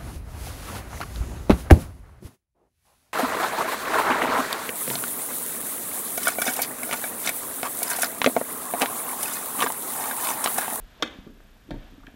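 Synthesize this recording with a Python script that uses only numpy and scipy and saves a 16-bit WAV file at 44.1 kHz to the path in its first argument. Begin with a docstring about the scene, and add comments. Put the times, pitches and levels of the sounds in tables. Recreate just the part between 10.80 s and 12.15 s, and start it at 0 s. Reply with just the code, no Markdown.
"""An open lot, a pickup door opened close to a hand-held camera and its microphone.
A latch snaps and rattles as decaying metal modes with noise cracks; the door shell rings on as a noise tail.
Knocks and bumps, soft blows on panel modes, follow as the door swings to its stop, with small ticks.
Beneath lie low rumble (a wavering tone in noise), distant traffic hiss and a rustle that follows the door
(both coloured noise), and the camera's faint whine, a pulsed sine."""
import sys
import numpy as np
from scipy import signal
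from scipy.fft import rfft, irfft
from scipy.io import wavfile
from scipy.ndimage import uniform_filter1d

SR = 44100
rng = np.random.default_rng(int(sys.argv[2]) if len(sys.argv) > 2 else 0)


def wrap_up_sound(samples):
    """Save the sound to the file named by the first command line argument, as 16-bit audio."""
    columns = np.atleast_2d(samples).T
    # keep every value between -1 and 1, then stretch to whole-number steps
    tamed = np.clip(columns, -1, 1)
    steps = np.round(tamed * 32767).astype(np.int16)
    wavfile.write(sys.argv[1], SR, steps)


def decibels_to_gain(level_db):
    """Convert a level in decibels to a linear amplitude gain (20 dB per decade)."""
    exponent = np.asarray(level_db, float) / 20
    return 10 ** exponent


N = 59535  # samples, 1.35 s


def evened(x):
    """Scale to rms 1."""
    return x / np.sqrt(np.mean(x ** 2) + 1e-20)


def read_curve(points, hz, column=1):
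    """Read a table column at the given frequencies, interpolating along log frequency."""
    table = np.transpose(points)
    return np.interp(np.log(hz + 1), np.log(table[0] + 1), table[column])


def along(points):
    """Read a (start_s, level_db) line at every sample."""
    return np.interp(np.arange(N) / SR, *np.transpose(points))


def add(mix, start_s, sound):
    """Lay a sound into the mix, cut off at the end."""
    part = mix[round(start_s * SR):][:len(sound)]
    part += sound[:len(part)]


def coloured(gain, size):
    """Noise of rms 1 with its spectrum shaped by gain(hz)."""
    spectrum = rfft(rng.standard_normal(size))
    return evened(irfft(spectrum * gain(np.fft.rfftfreq(size, 1 / SR)), size))


def around(hz, centre_hz, octaves):
    """Bell-shaped weight about a centre on an octave scale."""
    distance = np.log2((hz + 1) / centre_hz) / octaves
    return np.exp(-0.5 * distance ** 2)


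def ring(modes, weights, share):
    """Struck metal: dying sines that start together, each t60 times share; peak 1."""
    t = np.arange(9000) / SR
    pitch_hz, level_db, t60_s = np.transpose(modes)[:, :, None]
    decay = decibels_to_gain(level_db - 60 * t / (t60_s * share))
    sines = np.sin(2 * np.pi * pitch_hz * t)
    sound = (weights[:, None] * decay * sines).sum(0)
    return sound / abs(sound).max()


BURST_LEAD_S = 0.002  # silence ahead of each burst, room for the colouring to spread


def burst(gain, t60_s):
    """A crack: dying noise, then coloured, scaled by energy to start near rms 1."""
    size = 4096
    t = np.arange(size) / SR
    decay = decibels_to_gain(-60 * (t - BURST_LEAD_S) / t60_s) * (t > BURST_LEAD_S)
    puff = rng.standard_normal(size) * decay
    sound = irfft(rfft(puff) * gain(np.fft.rfftfreq(size, 1 / SR)))
    decay_energy = SR * t60_s / np.log(1e6)
    return sound / np.sqrt(np.sum(sound ** 2) / decay_energy)


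# level of the low rumble over time: start_s, level_db
RUMBLE_LEVEL = [(0.0, -44.5), (0.04, -41.5), (0.078, -56.5), (0.334, -61.5), (0.356, -82), (0.394, -42.5),
                (0.438, -79), (0.5, -48), (0.882, -61.5), (0.936, -37.5), (1.07, -49), (1.134, -49),
                (1.188, -63), (1.228, -46), (1.304, -61), (1.35, -90)]


def rumble():
    """Sub-bass from the swinging door skin and the wind: a wavering tone in lumpy noise."""
    centre_hz, width_hz = 32.5, 9.8
    waver_hz = 3.8  # rms
    tone_share = 0.64  # of the power

    def hump(hz):
        return 1 / (1 + ((hz - centre_hz) / width_hz) ** 2) * (hz > 12)

    lumps = coloured(hump, N)
    pitch_hz = centre_hz + waver_hz * coloured(lambda hz: hz < 8, N)
    boom = np.sqrt(2) * np.sin(2 * np.pi * (np.cumsum(pitch_hz) / SR + rng.random()))
    mixed = np.sqrt(tone_share) * boom + np.sqrt(1 - tone_share) * lumps
    return decibels_to_gain(along(RUMBLE_LEVEL)) * mixed


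# colour of the distant traffic hiss: pitch_hz, level_db (per Hz, relative)
HISS_COLOUR = [(29, -53), (50, 2.5), (135, -8.5), (163, -12), (208, -5.5), (353, -18), (746, -19.5),
               (863, -25.5), (1620, -22.5), (12600, -38.5), (16000, -39.5)]


def traffic_hiss():
    """Distant traffic: steady coloured noise at -56.5 dB rms."""
    return decibels_to_gain(-56.5) * coloured(lambda hz: decibels_to_gain(read_curve(HISS_COLOUR, hz)), N)


# rustle of the swinging door over time: start_s, level_db
RUSTLE_LEVEL = [(0.0, -62), (0.334, -51), (0.548, -64.5), (0.812, -64.5), (1.048, -56.5), (1.35, -65.5)]
# colour of the rustle: pitch_hz, level_db (per Hz, relative)
RUSTLE_COLOUR = [(300, 0.5), (700, 0.5), (1450, -1), (1680, 3), (1950, -6), (2900, -4), (3550, -2.5),
                 (4200, -10), (7000, -19), (10000, -43)]


def rustle():
    """Coloured noise that swells and sinks with the swinging door."""
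    noise = coloured(lambda hz: decibels_to_gain(read_curve(RUSTLE_COLOUR, hz)), N)
    return decibels_to_gain(along(RUSTLE_LEVEL)) * noise


def camera_whine():
    """The camera's thin high tone, switched on and off at a steady rate."""
    pitch_hz, level_db = 12407, -70
    pulses_per_s, on_s, first_s = 29.97, 0.0155, 0.0015
    t = np.arange(N) / SR
    on = ((t - first_s) % (1 / pulses_per_s) < on_s) * 1.0
    softened = uniform_filter1d(on, size=40)  # about 1 ms edges
    return decibels_to_gain(level_db) * softened * np.sin(2 * np.pi * pitch_hz * t)


# knocks in the door panel: start_s, level_db (before the blow softens it), centre_hz, width_octaves,
# ring_share (of each mode's t60)
KNOCKS = [(.200, -38, 600, 0.43, 3), (0.227, -27, 337, 0.11, 0.93), (.236, -33, 235, 0.053, 1.2),
          (0.357, -44, 270, 0.11, 2), (0.386, -33.5, 194, 0.18, 0.54), (0.399, -44, 239, 0.12, 0.52),
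          (.466, -33, 335, 0.44, 2.6), (0.471, -29.5, 270, 0.28, 0.93), (.501, -39, 230, 0.31, 1.7),
          (0.604, -43.5, 550, 0.37, 0.26), (0.766, -51, 740, 0.13, 0.21), (0.881, -47, 284, 0.2, 1.7),
          (.889, -37, 313, 0.077, 1.7), (0.9066, -25.5, 600, 0.31, 0.93), (.9110, -25.5, 206, 0.39, 0.87),
          (.9170, -22, 203, 0.44, 0.42), (0.934, -29, 138.5, 0.47, 1.07), (0.942, -24, 350, 1, 0.52),
          (1.123, -41.5, 268, 0.27, 0.62), (1.134, -42.5, 260, 0.19, 0.27), (1.180, -39.5, 270, 0.14, 0.59),
          (1.230, -46, 784, 0.29, 0.61), (1.242, -41, 253, 0.24, 0.37), (1.272, -46, 270, 0.25, 0.46),
          (1.279, -36.5, 270, 0.15, 0.3), (1.285, -43, 720, 0.06, 0.22), (1.341, -38.5, 350, 0.69, 0.39)]
# modes of the door panel: pitch_hz, level_db (relative), t60_s (at ring_share 1)
PANEL_MODES = [(103, -6, 0.35), (128, -5, 0.2), (195.3, -7, 0.22), (235.5, -3, 0.1), (273.5, 6, 0.17),
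               (320, 1, 0.13), (394, 9, 0.027), (550, -2.5, 0.19), (624, 4, 0.083), (720, 2.5, 0.14),
               (900, 11, 0.11), (1114, 5.5, 0.23)]


def panel_knocks():
    """Soft blows ring the panel modes near their centre; a longer blow rounds off the start."""
    blow_cycles = 0.32  # length of a blow in cycles of its centre pitch
    out = np.zeros(N)
    pitch_hz = np.transpose(PANEL_MODES)[0]
    for start_s, level_db, centre_hz, octaves, share in KNOCKS:
        scatter = decibels_to_gain(2.4 * rng.standard_normal(len(pitch_hz)))
        weights = around(pitch_hz, centre_hz, octaves) * scatter
        blow = np.hanning(int(blow_cycles * SR / centre_hz) + 3)
        knock = np.convolve(ring(PANEL_MODES, weights, share), blow / blow.sum())
        add(out, start_s, decibels_to_gain(level_db) * knock)
    return out


# ring of the hollow door and cab: pitch_hz, level_db (relative), t60_s
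SHELL_RING = [(102, -6.5, 0.95), (270, -3, 0.37), (600, 4.5, 0.44), (1290, -3.5, 0.37), (2000, 2, 0.52),
              (2800, 2.5, 0.45), (5060, -1, 0.24), (7000, -0.5, 0.32), (14100, -1, 0.23)]


def shell_ring(struck):
    """The hollow door and cab ring on: three dense noise tails, each band dying at its own speed."""
    grain_db = 2.5  # loose parts make the ring grainy
    size = SR // 2
    out = np.zeros(N)
    for k in range(3):
        grain = np.repeat(rng.exponential(1, size // 50 + 1), 50)[:size]
        noise = rng.standard_normal(size) * decibels_to_gain(grain_db * grain)
        hz, t, bands = signal.stft(noise, SR, nperseg=256)
        t60_s = read_curve(SHELL_RING, hz, column=2)[:, None]
        tail = signal.istft(bands * decibels_to_gain(-60 * t / t60_s), SR, nperseg=256)[1]
        colour = decibels_to_gain(read_curve(SHELL_RING, np.fft.rfftfreq(len(tail), 1 / SR)))
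        tail = irfft(rfft(tail) * colour, len(tail))
        tail = tail * np.minimum(np.arange(len(tail)) / SR / 0.0021, 1)  # 2.1 ms rise
        # the tails share the sound in turn, at constant total power
        turn = np.cos(2 * np.pi * (np.arange(N) / 2500 + k / 3)) * np.sqrt(2 / 3)
        out += signal.fftconvolve(struck * turn, tail / np.linalg.norm(tail))[:N]
    return out


# small ticks of the linkage and hinge: start_s, level_db, centre_hz, width_octaves,
# ring_share (of each mode's t60)
TICKS = [(0.2222, -37, 900, 1, .8), (0.474, -48, 1130, 0.21, 1.9), (0.603, -49, 1370, 0.3, 0.43),
         (0.9072, -33.5, 3750, 0.47, 0.41), (0.911, -32, 1710, 0.26, 0.67), (0.912, -44.5, 4540, 0.19, 1.5),
         (.921, -49.5, 4030, 0.63, 1.5), (1.026, -47, 2000, 0.74, 1), (1.204, -48, 1190, 0.088, 0.69),
         (1.235, -43, 1300, 0.33, 2.1), (1.2676, -40.5, 2610, 0.84, 0.26), (1.2701, -36, 1780, 0.22, 0.092),
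         (1.283, -50, 1310, 0.2, 0.46)]
# modes of the latch, rung by ticks and snaps: pitch_hz, level_db (relative), t60_s (at ring_share 1)
LATCH_MODES = [(350, -3.5, 0.017), (710, -7, 0.031), (879, -23.5, 0.052), (1182, 1, 0.025),
               (1415, -1.5, 0.028), (1618, -16, 0.11), (1798, -11.5, 0.065), (2047, -15, 0.028),
               (2308, -4.5, 0.063), (2560, -18, 0.11), (3193, 6, 0.03), (3556, 0.5, 0.024),
               (3800, -10, 0.036), (4294, -19, 0.072), (4620, -14, 0.029), (5470, 1.5, 0.0049),
               (6820, -4, 0.011)]


def hinge_ticks():
    """Light contacts ring the latch modes near their centre, with a small crack."""
    crack_db, crack_t60_s = -14, 0.019  # level relative to the tick
    out = np.zeros(N)
    pitch_hz, mode_db, _ = np.transpose(LATCH_MODES)
    signs = (-1) ** np.arange(len(pitch_hz))
    for start_s, level_db, centre_hz, octaves, share in TICKS:
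        # halves the level differences between modes, then scatters them
        evening = decibels_to_gain(-mode_db / 2 + 2 * rng.standard_normal(len(pitch_hz)))
        weights = signs * around(pitch_hz, centre_hz, octaves) * evening
        add(out, start_s, decibels_to_gain(level_db) * ring(LATCH_MODES, weights, share))
        crack = burst(lambda hz: around(hz, centre_hz, 2 * octaves), crack_t60_s)
        add(out, start_s - BURST_LEAD_S, decibels_to_gain(level_db + crack_db) * crack)
    return out


# contacts of the latch claw as it snaps free and bounces, before the low cut:
# start_s, level_db (ring), crack_db
SNAPS = [(.2241, -12, -19), (.2252, -11.5, -22), (0.2276, -19.5, -27), (0.2300, -25.5, -21),
         (.2320, -22, -22)]
# colour of the crack: pitch_hz, level_db (per Hz, relative)
CRACK_COLOUR = [(180, -48), (300, 4), (1230, 7), (2500, -9.5), (3580, 0), (4230, -3), (5430, -7.5),
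                (14200, -26.5), (16000, -38)]


def latch_snaps():
    """Each contact rings the latch a little differently, duller each bounce, and cracks."""
    dulling_db = -3.5  # each bounce loses this much more for each octave above 2 kHz
    out = np.zeros(N)
    pitch_hz = np.transpose(LATCH_MODES)[0]
    octaves_up = np.maximum(np.log2(pitch_hz / 2000), 0)
    signs = (-1) ** np.arange(len(pitch_hz))
    for bounce, (start_s, level_db, crack_db) in enumerate(SNAPS):
        scatter_db = 2.65 * rng.standard_normal(len(pitch_hz))
        weights = signs * decibels_to_gain(scatter_db + dulling_db * bounce * octaves_up)
        add(out, start_s, decibels_to_gain(level_db) * ring(LATCH_MODES, weights, share=0.95))
        crack = burst(lambda hz: decibels_to_gain(read_curve(CRACK_COLOUR, hz)), t60_s=0.013)
        add(out, start_s - BURST_LEAD_S, decibels_to_gain(crack_db) * crack)
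    low_cut = signal.butter(2, 220, "high", fs=SR, output="sos")
    return signal.sosfilt(low_cut, out)


def scene():
    """Latch, door and their shell ring, close by, over the sounds of the lot and the camera."""
    under = rumble() + traffic_hiss() + rustle() + camera_whine()
    door = panel_knocks() + hinge_ticks()
    latch = latch_snaps()
    shell = shell_ring(decibels_to_gain(-13.5) * latch + decibels_to_gain(-9.5) * door)
    return (latch + door + shell + under)[None]  # one channel


def band_limit(x):
    """A steep low-pass at the top of the band."""
    return signal.sosfilt(signal.butter(12, 16420, fs=SR, output="sos"), x)


def record(dry):
    """The microphone path rolls off below 20.4 Hz and above 15.4 kHz."""
    low_cut = signal.butter(2, 20.4, "high", fs=SR, output="sos")
    high_cut = signal.firwin(255, 15400, window=("kaiser", 2.5), fs=SR)
    trimmed = signal.sosfilt(low_cut, dry)
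    mix = signal.oaconvolve(trimmed, high_cut[None], "same")
    return band_limit(mix)


dry = scene()
out = record(dry)
wrap_up_sound(out)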